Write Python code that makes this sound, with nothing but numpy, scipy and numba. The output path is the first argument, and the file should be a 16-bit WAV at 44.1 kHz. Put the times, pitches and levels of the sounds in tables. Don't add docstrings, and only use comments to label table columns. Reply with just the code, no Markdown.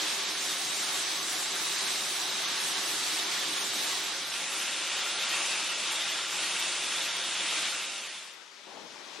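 import sys
import numpy as np
from scipy import signal
from scipy.fft import rfft, irfft, next_fast_len
from scipy.io import wavfile
from scipy.ndimage import uniform_filter1d
from numba import njit

SR = 44100
rng = np.random.default_rng(int(sys.argv[2]) if len(sys.argv) > 2 else 0)


def store_pcm(level_fs):
    pcm = np.round(np.clip(level_fs, -1, 1) * 32767).astype(np.int16)
    wavfile.write(sys.argv[1], SR, np.atleast_2d(pcm).T)


def to_linear_factor(level_db):
    exponent = np.asarray(level_db, float) / 20
    return 10 ** exponent


N = 405719


def over(table, hz):
    points = np.array(table)
    return np.interp(np.log(hz), np.log(points[:, 0]), points[:, 1])


def walk(rate_hz, size):
    hold = int(SR / rate_hz)
    steps = np.repeat(rng.standard_normal(size // hold + 1), hold)[:size]
    return np.sqrt(2) * uniform_filter1d(uniform_filter1d(steps.astype(np.float32), hold), hold)


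def pellets(size, share, scatter_db):
    strike = rng.random(size) < np.clip(share, .01, 1)
    hail = rng.standard_normal(size) * strike * to_linear_factor(scatter_db * rng.exponential(size=size))
    return hail / hail.std()


@njit
def ridge(x, hz, width_hz):
    y, band, low = np.empty(len(x)), 0., 0.
    for i in range(len(x)):
        g, k = np.tan(np.pi * hz[i] / SR), width_hz / hz[i]
        v = (band + g * (x[i] - low)) / (1 + g * (g + k))
        band, low, y[i] = 2 * v - band, low + 2 * g * v, k * v
    return y


# resonance in Hz, width in Hz.
POCKETS = [(2620, 370), (3430, 530)]


def hollows(ears, hollow_hz, gain):
    hollow_hz = uniform_filter1d(hollow_hz, size=2000)
    (lower_hz, _), (upper_hz, _) = POCKETS
    upper = np.clip((hollow_hz - lower_hz) / (upper_hz - lower_hz), 0, 1)
    rings = 0
    for share, (f, width_hz) in zip((1 - upper, upper), POCKETS):
        centre_hz = f + 0.15 * (hollow_hz - f)
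        rings = rings + share * np.array([ridge(ear, centre_hz, 1. * width_hz) for ear in ears])
    return (ears + gain * rings) / (1 + 0.2 * gain)


def place(flow, start_s, end_s, colour, modes, width, lean, share, scatter_db, swell_db, flicker_db,
          narrow_db, hollow, bass_hz):
    first, size = int(start_s * SR), next_fast_len(int((end_s - start_s) * SR) + 1)
    t = start_s + np.arange(size) / SR
    hz = np.maximum(np.fft.rfftfreq(size, 1 / SR), 1)
    shell = 1 + sum((to_linear_factor(db) - 1) / (1 + 2j * (hz - f) / width_hz) for f, width_hz, db in modes)
    body = to_linear_factor(over(colour, hz)) * shell
    core = (hz > 1500) & (hz < 6000)
    body = body / np.sqrt(np.sum(np.abs(body[core]) ** 2) * 2 / size)
    mid = rfft(pellets(size, share, scatter_db)) * body
    side = rfft(pellets(size, share, scatter_db)) * body * to_linear_factor(over(width, hz) + narrow_db)
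    tilt = to_linear_factor(over(lean, hz) / 2)
    spectra = np.array([(mid + side) * tilt, (mid - side) / tilt])
    rush, rumble, hiss, sizzle, hollow_hz = flow(t)
    out, swell = 0, swell_db * walk(9., size)
    for step in range(18):
        centre = 45 * 2 ** (step / 2)
        octaves = np.log2(np.clip(hz, 45, 16290) / centre)
        band = np.cos(np.pi * np.clip(octaves, -.5, .5)) ** 2
        low = np.clip(np.log2(bass_hz / centre), 0, 1)
        high = np.clip(np.log2(centre / 5500) * 2, 0, 1)
        flicker = flicker_db * (1 + high) * walk(7., size)
        db = rush + low * rumble + (centre > 5000) * hiss + high * sizzle + swell + flicker
        out = out + irfft(spectra * band, size) * to_linear_factor(db)
    return np.pad(hollows(out, hollow_hz, hollow), ((0, 0), (first, N)))[:, :N]


STEADY_BASS, STEADY_HISS = 0.4, 0.4
# time in seconds, level in dB, loose pellets over the rush in dB, hollow in Hz.
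BESIDE_FLOW = [(0, -33, -4, 3500), (.2, -34, -1.5, 3500), (.36, -35.5, -0.5, 3500), (.55, -35, 1.5, 3600),
               (.8, -34.5, 1, 3600), (.95, -33, -0.5, 3700), (1.15, -33.5, 1.5, 3700),
               (1.4, -35, 1.5, 3700), (1.6, -34, 0.5, 3280), (1.8, -33, 1.5, 3100),
               (2.05, -34.5, 1.5, 3600), (2.25, -35, -1.5, 3700), (2.42, -33.5, -2.5, 3600),
               (2.55, -32.5, -3.5, 2700), (2.68, -33.5, 1, 3700), (2.8, -33.5, -0.5, 3400),
               (2.95, -34, 0.5, 3400), (3.2, -32.5, -1.5, 3400), (3.3, -32.5, -2, 3700),
               (3.45, -33.5, -1.5, 3500), (3.7, -34.5, 0.0, 3500), (3.9, -34, -0.5, 3300),
               (4.15, -34.5, -4.5, 3600), (4.3, -34.5, -5, 3600)]


def beside_flow(t):
    s, level_db, loose_db, hollow_hz = np.transpose(BESIDE_FLOW)
    rush = np.interp(t, s, level_db)
    surge = rush - rush.mean()
    loose = np.interp(t, s, loose_db - loose_db.mean()) + 0.87 * walk(16.0, len(t))
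    return rush, -STEADY_BASS * surge, -STEADY_HISS * surge, loose, np.interp(t, s, hollow_hz) + 60 * walk(5., len(t))


# frequency in Hz, density in dB per Hz.
BESIDE_COLOUR = [(15, -70), (25, -28), (64, -37.5), (157, -14.5), (261, -11.5), (392, -7.5), (486, -12),
                 (709, -5.5), (769, -6.5), (1120, -4.5), (1590, -3.5), (3880, -2), (7020, -5.5),
                 (9190, -12), (15800, -33)]
# frequency in Hz, width in Hz, height over the rush in dB.
BESIDE_MODES = [(162, 41, 3.5), (313.5, 11.6, 8.5), (345, 12, 3.5), (396, 14, -4), (531.6, 5.6, 5.5),
                (734, 6.2, 7.5), (880, 6, 4), (1120, 8.3, 7), (3850, 330, 3), (7100, 710, -5)]
# frequency in Hz, side minus mid in dB.
BESIDE_WIDTH = [(30, -1), (60, 8), (110, -9), (200, -13.5), (380, -11.5), (700, -8.5), (1290, -8.5),
                (2380, -7.5), (4400, -7), (8120, -1), (15000, -2.5)]
# frequency in Hz, left minus right in dB.
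BESIDE_LEAN = [(60, 0.0), (110, -1), (200, 0.5), (380, 0.38), (700, -0.39), (1290, -1.5), (2380, -0.5),
               (4400, -1.5), (8120, 0.62), (15000, 0.0)]


def beside_drum():
    return place(beside_flow, 0, 4.6, BESIDE_COLOUR, BESIDE_MODES, BESIDE_WIDTH, BESIDE_LEAN,
                 share=.85, scatter_db=0.6, swell_db=0.34, flicker_db=0.15, narrow_db=-.3,
                 hollow=0.22, bass_hz=1200)


def motors(lines, wander_hz):
    hum = 0
    for hz, db in lines:
        turns = np.cumsum(hz + wander_hz * walk(3.064, N)) / SR
        hum = hum + np.sqrt(2) * to_linear_factor(db) * np.sin(2 * np.pi * turns)
    return hum


# frequency in Hz, level in dB rms.
BESIDE_HUM = [(392.8, -55.5), (538.3, -64), (882.9, -62)]


def beside_hum():
    return motors(BESIDE_HUM, wander_hz=.3)


LEAVE_S, LEAVE_DB_PER_S = 7.574, -15.5


def leaving_db(t):
    return LEAVE_DB_PER_S * np.maximum(t - LEAVE_S, 0)


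# time in seconds, level in dB, hollow in Hz, loose pellets in dB.
MOUTH_FLOW = [(4.25, -43.5, 3740, 2), (4.35, -35, 2600, -1), (4.5, -35.5, 2650, -1),
              (4.62, -34, 2700, -0.5), (4.75, -34.5, 3070, -2), (4.92, -33.5, 3000, -3),
              (5.04, -33, 3600, -3), (5.13, -34, 3480, -1.5), (5.23, -33.5, 3760, -2.5),
              (5.33, -31.5, 2750, -2), (5.4, -32, 2600, -0.5), (5.47, -32.5, 2650, 0.5),
              (5.55, -32, 2600, -1.3), (5.68, -33, 2780, -0.5), (5.85, -33, 3000, -1.5),
              (6.0, -32.5, 3400, -1.5), (6.1, -33.5, 3200, -2.5), (6.2, -34, 3500, -2.5),
              (6.27, -36, 3700, -2), (6.33, -34, 3500, -0.5), (6.42, -33, 2900, 0.5),
              (6.62, -32.5, 3000, 0), (6.8, -33.5, 3220, -0.5), (7.0, -33, 3300, -1),
              (7.12, -33, 3300, -2.5), (7.3, -34.5, 3700, -1.5), (7.45, -32.5, 3300, -1.5),
              (7.54, -32.5, 3000, -0.7), (7.6, -32.5, 3200, -0.5), (7.68, -31, 3300, -0.5),
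              (7.76, -32.5, 2700, 0), (7.83, -31.5, 2600, -1.5), (8.0, -32, 2900, -1.5),
              (8.15, -30.5, 3200, -1)]
# time in seconds, height over the rush in dB.
SPILLS = [(5.219, 3), (5.328, 1.5), (5.52, 2), (5.586, 0.5), (5.957, 0.5), (6.007, 2), (6.4, 1.5),
          (6.622, 1.5), (7.005, 1), (7.187, 1), (7.461, 0.5), (7.526, 2.5), (7.553, 0.5), (7.653, 1.5)]
SPILL_DECAY_S = 0.014


def mouth_flow(t):
    s, *controls = np.transpose(MOUTH_FLOW)
    rush, hollow_hz, loose = (np.interp(t, s, c) for c in controls)
    for spill_s, db in SPILLS:
        rush = rush + db * (t > spill_s) * np.exp(-np.maximum(t - spill_s, 0) / SPILL_DECAY_S)
    surge = rush - rush.mean()
    sizzle = loose + .5 * walk(9.5, len(t))
    hollow_hz = hollow_hz + 50 * walk(4.47, len(t))
    return rush + leaving_db(t), -STEADY_BASS * surge, -STEADY_HISS * surge, sizzle, hollow_hz


# frequency in Hz, density in dB per Hz.
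MOUTH_COLOUR = [(15, -74), (25, -32), (53, -42), (165, -17.5), (254, -15.5), (352, -13), (436, -13.5),
                (541, -9.5), (980, -6.5), (1350, -4.5), (1730, -5.5), (2730, -0.5), (9450, -12),
                (11100, -20.5), (15800, -41)]
# frequency in Hz, width in Hz, height over the rush in dB.
MOUTH_MODES = [(179, 28, 2.8), (318, 15.5, 7.2), (356, 5.1, 5.3), (389.5, 5.9, 7.6), (543, 13, 3.7),
               (890, 4.1, 3), (1392, 5.4, 7.5), (1383, 10.6, 4.7), (1567, 18, 3.8), (1892, 13, 6.1),
               (2610, 33, 0.53), (3530, 74, 0.94), (3700, 90, 3.9)]
# frequency in Hz, side minus mid in dB.
MOUTH_WIDTH = [(30, 0.0), (60, -5), (130, -11), (200, -12.5), (700, -10), (1300, -17.5), (3500, -15.5),
               (5500, -3.5), (7000, -0.5), (8500, -10), (11500, -11), (13000, 6.5), (15800, 5)]
# frequency in Hz, left minus right in dB.
MOUTH_LEAN = [(60, 0.5), (110, 1.0), (200, 1.5), (380, 1.0), (700, 0.8), (1290, 0.0), (2380, 0.033),
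              (4400, 0.59), (8120, 1.1), (15000, 0.0)]


def drum_mouth():
    return place(mouth_flow, 3.85, 12.7, MOUTH_COLOUR, MOUTH_MODES, MOUTH_WIDTH, MOUTH_LEAN,
                 share=.8, scatter_db=0.63, swell_db=0.24, flicker_db=0.19, narrow_db=-.3,
                 hollow=0.5, bass_hz=2300)


# frequency in Hz, level in dB rms.
MOUTH_HUM = [(360.7, -63), (392.8, -71), (541, -64), (885, -62.5)]


def mouth_hum(t):
    return motors(MOUTH_HUM, wander_hz=.6) * to_linear_factor(leaving_db(t))


def strikes(events, t60_s, contact_s, length):
    out, t = np.zeros((2, N + length)), np.arange(length) / SR
    envelope = np.exp(-np.log(1000) * t / t60_s) * (1 - np.exp(-t / contact_s))
    for s, db, hz, *pan_db in events:
        ring = np.sin(2 * np.pi * hz * t) + 0.25 * np.sin(2 * np.pi * hz * 0.69 * t)
        lean = to_linear_factor(np.array([[sum(pan_db)], [-sum(pan_db)]]) / 2)
        out[:, int(s * SR):int(s * SR) + length] += ring * envelope * to_linear_factor(db) * lean
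    return signal.sosfilt(signal.butter(4, 170, "high", fs=SR, output="sos"), out[:, :N])


# time in seconds, peak in dB, frequency in Hz.
TICKS = [(6.0995, -38, 13400), (7.1681, -33, 13000), (7.7483, -41, 13300), (7.9808, -41, 12800)]


def lone_pellets():
    return to_linear_factor(5) * strikes(TICKS, t60_s=0.004, contact_s=.0002, length=512)


BELT_DB, BELT_CLIMB_DB_PER_S, BELT_HOLLOW_HZ = -52.5, 6, 3530
GAP_S, GAP_HALF_S, GAP_DB = 8.48, .09, -1
SHAKE_S, SHAKE_ATTACK_S, SHAKE_HOLD_S, SHAKE_DECAY_S = 8.648, .04, 0.16, 0.1
SHAKE_CALM_DB, SHAKE_DB, SHAKE_REST_DB = -5, 5, 0.5


def belt_flow(t):
    since = np.maximum(t - SHAKE_S, 0)
    rise = np.clip(since / SHAKE_ATTACK_S, 0, 1)
    settle = np.exp(-(np.maximum(since - SHAKE_HOLD_S, 0) / SHAKE_DECAY_S) ** 2)
    top = SHAKE_REST_DB + (SHAKE_DB - SHAKE_REST_DB) * settle
    rumble = SHAKE_CALM_DB + rise * (top - SHAKE_CALM_DB)
    gap = GAP_DB * np.exp(-((t - GAP_S) / GAP_HALF_S) ** 2)
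    return BELT_DB + gap + BELT_CLIMB_DB_PER_S * since, rumble, 0 * t, 0 * t, BELT_HOLLOW_HZ + 0 * t


# frequency in Hz, density in dB per Hz.
BELT_COLOUR = [(15, -87), (25, -59), (120, -29), (184, -16), (291, -14), (603, -10), (690, -11.5),
               (833, -11.5), (928, -9.5), (1550, -12), (3500, -13), (5810, -15), (11400, -36), (12400, -48),
               (15800, -52)]
# frequency in Hz, width in Hz, height over the rush in dB.
BELT_MODES = [(347, 26.7, 3.2), (600, 40, 2.5), (830, 36, 5), (1920, 13, 2.4)]
# frequency in Hz, side minus mid in dB.
BELT_WIDTH = [(60, -2), (110, 6), (200, -7.5), (380, -5), (700, -2), (1290, -3), (2380, 0), (4400, -1),
              (8120, 0), (15000, 6)]
# frequency in Hz, left minus right in dB.
BELT_LEAN = [(60, 5.5), (110, 7.5), (200, 12), (380, 13), (700, 5.9), (1290, 8), (2380, 9.9), (4400, 7.5),
             (8120, 6.9), (15000, 7.6)]


def belt_below():
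    return place(belt_flow, 7.95, 9.21, BELT_COLOUR, BELT_MODES, BELT_WIDTH, BELT_LEAN,
                 share=.8, scatter_db=0.78, swell_db=.4, flicker_db=0.31, narrow_db=-4.5,
                 hollow=0.32, bass_hz=1430)


# time in seconds, peak in dB, frequency in Hz, left minus right in dB.
KNOCKS = [(8.668, -42, 330, 16), (8.7, -49, 560, 10), (8.722, -40, 830, 8.0), (8.752, -41, 490, 12),
          (8.762, -40, 640, 10), (8.783, -41, 880, 8), (8.769, -34.5, 830, 7.5), (8.81, -49, 345, 12),
          (8.847, -39, 830, 12), (8.85, -45, 340, 12), (8.895, -46, 580, 11), (8.959, -38, 865, 7.5),
          (9.019, -50, 396, 10.0), (9.189, -38, 378, 12)]


def frame_knocks():
    return to_linear_factor(-2.5) * strikes(KNOCKS, t60_s=0.05, contact_s=0.002, length=4096)


# middle in seconds, length in seconds.
FADES = [
    (4.22, 0.74),
    (8.168, 0.47),
]


def scene():
    t = np.arange(N) / SR
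    one, two = (np.clip((t - mid) / length + .5, 0, 1) * np.pi / 2 for mid, length in FADES)
    at_drum, at_mouth, at_belt = np.cos(one), np.sin(one) * np.cos(two), np.sin(two)
    rush = beside_drum() * at_drum + drum_mouth() * at_mouth + belt_below() * at_belt
    hum = beside_hum() * at_drum + mouth_hum(t) * at_mouth
    return rush + hum + frame_knocks() + lone_pellets()


def sudden(dry):
    top = signal.sosfiltfilt(signal.butter(6, 12300, "high", fs=SR, output="sos"), dry)
    power = top.mean(axis=0) ** 2
    gate = uniform_filter1d(power, size=100) > 4.5 * uniform_filter1d(power, size=4000)
    return top * np.minimum(2 * uniform_filter1d(1. * gate, size=200), 1)


# time in seconds, ease in spreads of luck.
SPARE = [(4.38, 1.2), (5.0, 1), (5.97, 1.5), (6.3, 2.2), (6.78, 1.2), (7.06, 1.3), (7.26, 1), (7.66, .8),
         (8.14, 1)]


def starve(x, early, late, common, keen, grain_db):
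    hz, t, cells = signal.stft(np.pad(x, (825, 0)), SR, "cosine", 2048, 1024)
    bins = np.arange(len(hz))
    band = np.where(bins < 224, bins // 14, bins // 32 + 9)
    luck = rng.standard_normal((band.max() + 1, len(t))) + common * rng.standard_normal(len(t))
    luck = uniform_filter1d(luck, size=2, axis=1)
    edges = np.flatnonzero(np.diff(band, prepend=-1))
    power_db = 10 * np.log10(np.add.reduceat(np.abs(cells) ** 2, edges) + 1e-18)
    luck = luck / luck.std() + keen * (power_db - uniform_filter1d(power_db, size=15, axis=1))
    luck = luck[band]
    turn = np.clip((t - FADES[0][0]) / FADES[0][1] + 0.05, 0, 1)
    centre = (np.bincount(band, hz) / np.bincount(band))[band]
    need = np.outer(over(early, centre), 1 - turn) + np.outer(over(late, centre), turn)
    need = need - 3.2 * np.clip((t - FADES[1][0]) / FADES[1][1] * 2, 0, 1)
    need = need - np.outer(hz > 12900, sum(1.3 * k * (np.abs(t - s) < .025) for s, k in SPARE))
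    bin_luck = uniform_filter1d(rng.standard_normal(cells.shape), size=3, axis=0)
    lack = need - luck - .75 * (hz > 10500)[:, None] * bin_luck
    keep = 1 / (1 + np.exp(np.clip(16 * lack, -30, 30)))
    keep = keep / np.sqrt(uniform_filter1d(keep ** 2, size=41, axis=1) + .12)
    grain = to_linear_factor(grain_db * np.clip(hz / 12000, .25, 1)[:, None] * rng.standard_normal(cells.shape))
    grain = grain * to_linear_factor(0.7 * np.clip(luck, -2, 2))
    return signal.istft(cells * keep * grain, SR, "cosine", 2048, 1024)[1][825:825 + N]


def band_limit(x):
    return signal.sosfilt(signal.butter(12, 15800, fs=SR, output="sos"), x)


# frequency in Hz, then threshold in spreads of luck for
STARVE = [(300, -4, -1.8, -4, -1.8), (1300, -4, -1.7, -4, -.2), (4000, -4, -2, -4, -.1),
          (5200, -4, -2.3, -4, -2.6), (6600, -2.8, -2, -3, -2.6), (7240, -.15, -.1, -1.4, -1.2),
          (8000, -1.2, -.1, -1.3, .8), (10000, -1.2, .2, -2.2, 1.1), (11500, -.6, .4, .2, 1.4),
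          (12600, .3, .1, 3, 0), (14200, -.3, -.5, 2.9, -.8), (15300, 1.4, 2.3, 3.4, 3)]


def record(dry):
    table, clicks = np.array(STARVE), sudden(dry)
    dry = dry - clicks
    mid = starve(dry.mean(axis=0), table[:, [0, 1]], table[:, [0, 3]], common=.1, keen=.1, grain_db=7.)
    side = starve((dry[0] - dry[1]) / 2, table[:, [0, 2]], table[:, [0, 4]], common=.5, keen=.2, grain_db=5.5)
    return band_limit(np.array([mid + side, mid - side]) + clicks)


dry = scene()
out = record(dry)
store_pcm(out)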